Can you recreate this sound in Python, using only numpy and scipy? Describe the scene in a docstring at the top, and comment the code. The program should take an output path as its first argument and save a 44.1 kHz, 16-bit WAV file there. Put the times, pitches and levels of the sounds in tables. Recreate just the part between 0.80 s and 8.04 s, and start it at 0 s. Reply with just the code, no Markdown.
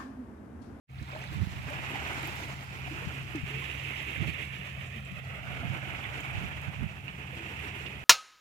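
"""On a flat, open sand beach, small waves wash up left of the microphone, over a rumble and a far engine.
The sound fades in on a run of overlapping surges, the biggest at 1.3 s: each sloshes, gurgles, splashes
and drains away in fizzing foam. Gusts flutter on the two ports and puffs bump them, hardest near 0.6 s.
The water eases around 4 s, then swells again near 4.9, 5.5 and 6.9 s. Throughout, the right port rings
near 2.5 kHz and the left one is airier."""
import sys
import numpy as np
from scipy import signal
from scipy.fft import rfft, irfft, next_fast_len
from scipy.io import wavfile
from scipy.ndimage import uniform_filter1d, map_coordinates

SR = 44100
rng = np.random.default_rng(int(sys.argv[2]) if len(sys.argv) > 2 else 0)


def master_out(mix):
    """Clip the mix to full scale and print it as 16-bit PCM to the path in sys.argv[1]."""
    frames = np.transpose(np.atleast_2d(mix))
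    ceiling = np.clip(frames, -1, 1)
    pcm = np.round(ceiling * 32767).astype(np.int16)
    wavfile.write(sys.argv[1], SR, pcm)


N = 319284
TIME = np.arange(N) / SR
SHORE_LAG_MS = 0.28   # sound from along the shore reaches the right port this much later


def waves():
    """Large bubbles slosh and gurgle, small ones splash, bursting foam fizzes and throws a fine mist."""
    # waves on the sand: crest t/s, rise/s, fall/s, level re an average wave/dB, extra slosh/dB,
    # extra gurgle/dB, extra splash/dB, extra foam/dB, right port lag/ms, splash left minus right/dB,
    # extra diffuse sound/dB
    breakers = [(0.35, 0.076, 0.21, -2, 0.5, 0, -3, -0.5, 0.45, 4, -5),
                (0.68, 0.17, 0.33, -8, -12, -1, -4.5, 8.5, 0.63, -2, 7),
                (0.98, 0.14, 0.084, -1, 0, 0.5, -0.5, 0, 0.38, 2, 4),
                (1.28, 0.25, 0.14, 5.5, 1, 0.5, -1.9, 0, 0.35, 2.5, 1.5),
                (1.5, 0.18, 0.13, -1, 4, 1.5, -2, 8.5, 0.51, 3, -1),
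                (2.22, 0.23, 0.16, -0.5, 2.5, 0, 0, 3.5, 0.31, -0.5, 1.5),
                (2.85, 0.22, 0.59, -3, 2.5, 0, 5.5, 6, 0.49, -1, 1.5),
                (3.47, 0.3, 0.081, -4, 4.5, 1.5, 4.5, 2.5, 0.4, -4, -5),
                (3.88, 0.066, 0.15, -13, -3, 5, 1, -10, 0.39, 1, 3),
                (4.58, 0.11, 0.1, -8.5, -4, 2.5, -2, -1, 0.33, 2, 3),
                (4.85, 0.24, 0.21, -0.5, 2.5, 2, -2, -0.5, 0.31, -1, 2),
                (5.52, 0.51, 0.23, 1.2, -1.5, 0.5, -1, 0.5, 0.34, -0.5, 3.5),
                (6.88, 0.38, 0.18, -1.36, 4.5, 0, 1.3, 3, 0.35, -1, 1.5)]
    *_, slosh_db, gurgle_db, splash_db, foam_db, lag_ms, lean_db, breadth_db = np.transpose(breakers)
    mist_db = 0.22 * splash_db + foam_db
    surge = np.array([from_db(db) ** 2 * swell(crest, rise, fall) for crest, rise, fall, db, *_ in breakers])
    share = surge / surge.sum(axis=0)   # the strongest wave sets the bearing
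    shared = dict(churn=churning(19.4), lag_ms=lag_ms @ share, breadth_db=breadth_db @ share)
    slosh = water(233.3, 511, per_s=450, spread_db=4, cycles=25,
                  shore_db=4, haze_db=-29, churn_db=2.5, **shared)
    gurgle = water(528.7, 1740, per_s=1000, spread_db=4.5, cycles=33,
                   shore_db=-1, haze_db=0, churn_db=1.27, **shared)
    splash = water(1812, 3892, per_s=1400, spread_db=2.5, cycles=65,
                   shore_db=-8.5, haze_db=2, churn_db=1.04, **shared)
    foam = water(3694, 8700, per_s=1700, spread_db=3.5, cycles=75,
                 shore_db=-8, haze_db=4, churn_db=1.23, **shared)
    mist = water(8800, 18000, per_s=750, spread_db=6.3, cycles=10,
                 shore_db=-12, haze_db=5, churn_db=1.16, **shared)
    return (slosh * loudness(surge, crest_db=-50 + slosh_db, calm_db=-59)
            + gurgle * loudness(surge, crest_db=-43.3 + gurgle_db, calm_db=-52.5)
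            + splash * loudness(surge, crest_db=-38 + splash_db, calm_db=-50.5) * panned(lean_db @ share)
            + foam * loudness(surge, crest_db=-56 + foam_db, calm_db=-65.5)
            + mist * loudness(surge, crest_db=-62 + mist_db, calm_db=-70.5))


def water(low_hz, high_hz, per_s, spread_db, cycles, shore_db, haze_db, churn_db, churn, lag_ms, breadth_db):
    """Bubbles of the breaking wave, a rush from the rest of the shore, a haze from all around; rms 1."""
    # colour of the water at the two ports: f/Hz, left/dB, right/dB
    port_colour = [(300, -6.5, -7), (420, -11, -7.5), (540, -9.5, -12), (800, -10.5, -8), (1055, -13, -10),
                   (1440, -9.5, -6.5), (2045, -8.5, 1.44), (2640, -11, 4), (3232, -13.5, -6.5),
                   (4320, -20.5, -24), (5100, -23, -26), (6500, -24.5, -25), (7680, -29.5, -22),
                   (8800, -34.5, -32.5), (11600, -30, -47), (15600, -37, -54)]
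    wave = from_left(bubbles(low_hz, high_hz, per_s, spread_db, cycles), lag_ms)
    shore, *haze = rms_one(band(rng.standard_normal((3, N)), low_hz, high_hz))
    shore_gain, haze_gain = from_db(shore_db + breadth_db), from_db(haze_db + breadth_db)
    rush = wave + shore_gain * from_left(shore, SHORE_LAG_MS) + haze_gain * np.array(haze)
    rush /= np.sqrt(1 + shore_gain ** 2 + haze_gain ** 2)
    flicker = from_db(churn_db * (churn + 0.86 * churning(19)))   # shared churn plus this voice's own
    return rms_one(coloured(band(rush, 0.85 * low_hz, high_hz) * flicker, port_colour))


def bubbles(low_hz, high_hz, per_s, spread_db, cycles, count=12):
    """Bubbles of uneven size are born at random and ring down 60 dB over the given cycles; rms 1."""
    sizes = from_db(spread_db * np.minimum(rng.exponential(1, N), 4)) * rng.choice([-1, 1], N)
    births = sizes * (rng.random(N) < per_s / SR)
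    pitch_index = rng.integers(0, count, N)
    out = 0
    for k, hz in enumerate(np.geomspace(low_hz, high_hz, count)):
        r = from_db(-60 * hz / (cycles * SR))
        kicks = births * (pitch_index == k) + 1e-9 * sizes
        rings = signal.lfilter([1, 0, -1], [1, -2 * r * np.cos(2 * np.pi * hz / SR), r * r], kicks)
        out += np.sqrt(hz) * rms_one(rings)   # even power per Hz
    return rms_one(out)


def churning(rate, settle_s=0.19):
    """Quick unrest of the water that evens out and leaves the slow swell of the waves alone."""
    unrest = drift(rate)
    return rms_one(unrest - uniform_filter1d(unrest, int(settle_s * SR)))


def loudness(surge, crest_db, calm_db):
    """Gain of one voice of the water: the powers of all waves add to that of the calm shore."""
    power = from_db(crest_db[:, None]) ** 2 * surge
    return np.sqrt(from_db(calm_db) ** 2 + power.sum(axis=0))


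def sand_reflection(x, cut_hz=3800):
    """A dull reflection off the wet sand combs the sound; as its path changes, the colour glides."""
    # bounce from sand to microphone: t/s, left delay/ms, right delay/ms, strength/0-1
    bounce = [(0.5, 1.6, 0.9, 0.16), (0.95, 1.65, 1.1, 0.17), (1.25, 1.32, 0.92, 0.15),
              (1.8, 1.38, 0.95, 0.25), (2.2, 1.28, 0.69, 0.18), (3.05, 1.9, 0.7, 0.1),
              (3.6, 1.65, 1.85, 0.26), (3.9, 1.77, 1.67, 0.3), (4.25, 1.72, 1.59, 0.55),
              (4.55, 1.73, 1.44, 0.5), (4.85, 1.58, 1.31, 0.39), (5.25, 1.4, 1.35, 0.12),
              (6.2, 1.6, 1.12, 0.12)]
    *delays_ms, strength = in_time(bounce)
    dull = signal.sosfiltfilt(signal.butter(1, cut_hz, fs=SR, output="sos"), x)
    echo = np.array([np.interp(TIME - ms / 1000, TIME, port) for ms, port in zip(delays_ms, dull)])
    return (x + strength * echo) / np.sqrt(1 + strength ** 2)


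def crackle():
    """Foam crackles finely on the sand, different at each port."""
    # patches of foam: crest t/s, rise/s, fall/s, level/dB, f/Hz, left minus right/dB
    patches = [(0.44, 0.2, 0.13, -56.5, 3580, -11.5), (1.5, 0.79, 0.55, -61.5, 4650, -11.5)]
    out = 0
    for crest, rise, fall, db, hz, lean_db in patches:
        grains = np.array([bubbles(hz / 1.18, hz * 1.13, per_s=900, spread_db=3, cycles=15, count=3)
                           for port in range(2)])
        out += from_db(db) * np.sqrt(swell(crest, rise, fall)) * grains * panned(lean_db)
    return out


def glugs():
    """A trapped pocket of air rings and slides in pitch as it changes shape."""
    # large air pockets: t/s, peak level/dB, starting f/Hz, t60/s, glide/(octaves per s)
    pockets = [(0.214, -32.5, 218, 0.08, 1), (0.33, -37, 583, 0.11, 1.5), (0.35, -34, 608, 0.16, 2.5),
               (0.362, -26.5, 846, 0.018, 2), (0.906, -36.5, 553, 0.29, 8), (1.434, -35, 315, 0.1, 2),
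               (2.077, -33, 724, 0.055, 6), (2.11, -33.5, 300, 0.17, 7.5), (2.221, -37, 460, 0.094, 4),
               (2.549, -24.5, 333, 0.19, -8.5), (2.71, -41.5, 421, 0.57, 1.5), (2.82, -37, 1050, 0.11, 1.5),
               (3.19, -44, 835, 0.11, 2.5), (3.426, -31.5, 336, 0.097, -2.5), (3.44, -44, 540, 0.19, 2),
               (4.161, -35.5, 223, 0.24, -3), (4.825, -34, 249.5, 0.19, 1), (4.83, -36, 683, 0.16, 1),
               (5.315, -39.5, 590, 0.087, -2), (5.45, -38, 1060, 0.08, 1.5), (6.53, -41, 507, 0.15, -2),
               (6.601, -38.5, 332, 0.29, 1.5), (6.963, -40, 344, 0.081, -1)]
    out = np.zeros(N)
    for s, db, hz, t60, glide in pockets:
        t = TIME[:int(t60 * SR)]
        phase = 2 * np.pi * np.cumsum(hz * 2 ** (glide * t)) / SR
        tone = np.sin(phase) * from_db(db - 60 * t / t60)
        at = int(s * SR)
        out[at:at + len(t)] += tone[:N - at]
    return from_left(out, SHORE_LAG_MS)


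def spits():
    """Short bursts of spray, each in its own band: wide ones tick, narrow ones plink."""
    # spits of spray: t/s, level/dB, f/Hz, t60/s, width/octaves, left minus right/dB
    spray = [(0.2255, -51.5, 6900, 0.031, 0.66, 6), (0.3153, -49, 4640, 0.033, 0.35, -3),
             (0.185, -49, 4000, 0.04, 0.3, -8), (0.472, -45, 3950, 0.04, 0.2, -9),
             (0.4246, -49, 5630, 0.02, 0.41, 4), (0.439, -55, 10370, 0.025, 0.7, 7),
             (0.9006, -45, 7200, 0.025, 1.4, -5), (1.3298, -44, 8100, 0.025, 0.84, 5),
             (1.4737, -35, 13000, 0.009, 0.6, 11), (1.557, -43, 13000, 0.008, 0.5, 10),
             (2.222, -36, 800, 0.09, 1.7, 0), (2.55, -40, 2000, 0.06, 1.8, 0),
             (2.5583, -41, 6460, 0.0088, 1.6, 11), (4.055, -57.5, 7230, 0.32, 0.52, -6),
             (4.249, -56, 7750, 0.037, 0.18, -21), (4.318, -58, 9000, 0.023, 0.85, -16),
             (5.147, -30, 2330, 0.045, 0.3, -9), (5.24, -35, 3250, 0.035, 0.18, -9),
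             (5.251, -32, 1980, 0.061, 0.22, -9), (5.316, -46, 2700, 0.023, 0.41, -7),
             (5.404, -41, 7000, 0.03, 0.16, -6), (5.405, -52, 14500, 0.05, 0.4, 5),
             (5.51, -48, 9000, 0.011, 1, 7), (5.816, -47, 9000, 0.017, 1.9, 9),
             (6.279, -32, 2620, 0.065, 0.32, -12.5), (7.061, -34.5, 2720, 0.08, 0.46, -14)]
    out = np.zeros((2, N))
    t = TIME[:SR // 2]
    for s, db, hz, t60, octaves, lean_db in spray:
        edge = 2 ** (octaves / 2)
        hiss = rms_one(band(rng.standard_normal((2, len(t))), hz / edge, hz * edge, order=2))
        attack = np.minimum(t / (0.029 * t60), 1)
        burst = hiss * attack * from_db(db - 60 * t / t60) * panned(lean_db)
        at = int(s * SR)
        out[:, at:at + len(t)] += burst[:, :N - at]
    return out


def wind(breeze_db=-51.5, buffet_db=2.5):
    """The breeze buffets the microphone, flutters on each port on its own and swells in gusts."""
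    # gusts at the microphone: crest t/s, length/s, level/dB, right minus left/dB
    gusts = [(0.617, 0.11, -36.5, 7), (1.147, 0.44, -45, -5.5), (2.234, 0.16, -43, -7),
             (3.514, 0.11, -48, 6), (4.817, 0.24, -41.5, 8), (5.597, 0.15, -45, 0), (6.003, 0.077, -47, 13),
             (6.996, 0.32, -62, 4)]
    gust_power = sum((from_db(db) * panned(-right_db)) ** 2 * swell(s, length, length)
                     for s, length, db, right_db in gusts)
    noise = rng.standard_normal((2, N))
    flutter = rms_one(band(band(noise, 51, 170, order=1), 62.5, 175, order=2))
    breeze = from_db(breeze_db + buffet_db * drift(6))
    return np.sqrt(breeze ** 2 + gust_power) * flutter


def puffs():
    """Each brief eddy of wind knocks on one port."""
    # knocks of air: t/s, length/s, level/dB, port (0 left, 1 right)
    knocks = [(0.222, 0.008, -30.5, 1), (0.581, 0.013, -23.5, 1), (0.625, 0.0084, -18.5, 1),
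              (0.675, 0.0072, -24, 1), (2.272, 0.01, -26, 0), (2.637, 0.0046, -24.5, 0),
              (3.405, 0.016, -21, 1), (3.478, 0.015, -24, 1), (3.995, 0.01, -39, 0),
              (4.325, 0.0077, -34, 0), (4.378, 0.01, -37, 1), (4.89, 0.04, -26, 1), (5.57, 0.023, -26.5, 1),
              (5.644, 0.018, -28.5, 1), (5.887, 0.0089, -24.5, 1), (6.034, 0.025, -23, 1)]
    noise = rng.standard_normal((2, N))
    eddies = band(band(noise, 89, 132.6, order=1), 40, 210, order=2)
    out = np.zeros((2, N))
    for s, length, db, port in knocks:
        shape = np.exp(-((TIME - s) / length) ** 2 / 2)
        puff = shape * eddies[port]
        out[port] += from_db(db) * puff * np.sqrt(np.sum(shape ** 2) / np.sum(puff ** 2))
    return out


def shore_rumble(level_db=-45):
    """The low rumble of the open shore, alike at both ports."""
    # spectrum of the rumble: f/Hz, relative density/dB
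    spectrum = [(25, -22), (40, -9.5), (55, 1), (72, 8.5), (84, 5.5), (98, 10.5), (120, 7), (150, 2.5),
                (200, 0.5), (260, -7), (400, -40)]
    return from_db(level_db) * rms_one(coloured(rng.standard_normal(N), spectrum))


def far_engine():
    """An engine hums in the distance, each line wavering in pitch and level."""
    # lines of the hum: f/Hz, level/dB, waver/dB
    lines = [(134, -43.5, 3), (182.7, -57, 5), (72.15, -49, 2), (98, -61, 3.5)]
    hum = 0
    for hz, db, waver_db in lines:
        phase = 2 * np.pi * np.cumsum(hz * (1 + 0.0098 * drift(4.75))) / SR
        hum += from_db(db) * rms_one(np.sin(phase) * from_db(waver_db * drift(12.8)))
    return from_left(hum, SHORE_LAG_MS)


def swell(crest_s, rise_s, fall_s):
    """Power that builds along a bell curve, rounds off at 1 and drains away exponentially."""
    before, after = np.minimum(TIME - crest_s, 0), np.maximum(TIME - crest_s, 0)
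    return np.exp(-np.minimum((before / rise_s) ** 2, 50)) / np.cosh(np.minimum(after / fall_s, 50))


def drift(rate):
    """Random wander with spread 1, smoothed above the rate in Hz."""
    hop, run_in = 40, 2000
    r = np.exp(-2 * np.pi * rate * hop / SR)
    noise = rng.standard_normal(N // hop + run_in + 2)
    slow = signal.lfilter([1], [1, -2 * r, r * r], noise)[run_in:]
    return np.interp(np.arange(N) / hop, np.arange(len(slow)), rms_one(slow))


def coloured(x, spectrum):
    """Causal filter from a spectrum with one dB column, or one for each port."""
    size = 2 * next_fast_len(N // 2 + 1)
    hz, *columns = np.transpose(spectrum)
    log_hz = np.log(np.fft.rfftfreq(size, 1 / SR) + 1)
    gains = from_db([np.interp(log_hz, np.log(hz), c) for c in columns])
    cepstrum = irfft(np.log(gains), size)
    cepstrum[:, 1:size // 2] *= 2   # folded forward in time: a port rings after the sound, never before
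    cepstrum[:, size // 2 + 1:] = 0
    return irfft(rfft(x, size) * np.exp(rfft(cepstrum)), size)[:, :N]


def from_left(x, lag_ms):
    """Sound from the left reaches the right port later."""
    late = map_coordinates(x, [np.arange(N) - lag_ms * SR / 1000], order=2)
    return np.array([x, late])


def panned(lean_db):
    """Gains of the two ports for a level difference, left minus right."""
    return from_db(lean_db * np.array([[.5], [-.5]]))


def band(x, low_hz, high_hz, order=3):
    """Butterworth band-pass."""
    return signal.sosfilt(signal.butter(order, [low_hz, high_hz], "band", fs=SR, output="sos"), x)


def in_time(rows):
    """One curve for each column after the time column."""
    s, *columns = np.transpose(rows)
    return [np.interp(TIME, s, c) for c in columns]


def from_db(db):
    return 10 ** (np.asarray(db) / 20)


def rms_one(x):
    return x / np.sqrt(np.mean(x ** 2) + 1e-20)


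def scene():
    """The water's edge, wind on the microphone and the far background."""
    surf = sand_reflection(waves()) + crackle() + glugs() + spits()
    return surf + wind() + puffs() + shore_rumble() + far_engine()


def record(dry, cutoff_hz=15800):
    """The microphone input fades in and the top is cut steeply."""
    # input gain: t/s, level/dB
    fade_in = [(0, -100), (.07, -59), (.088, -21), (.1, -9), (.2, -3), (.28, -3.5)]
    gain_db, = in_time(fade_in)
    low_pass = signal.ellip(12, .1, 80, cutoff_hz, fs=SR, output="sos")
    return signal.sosfilt(low_pass, dry * from_db(gain_db))


dry = scene()
out = record(dry)
master_out(out)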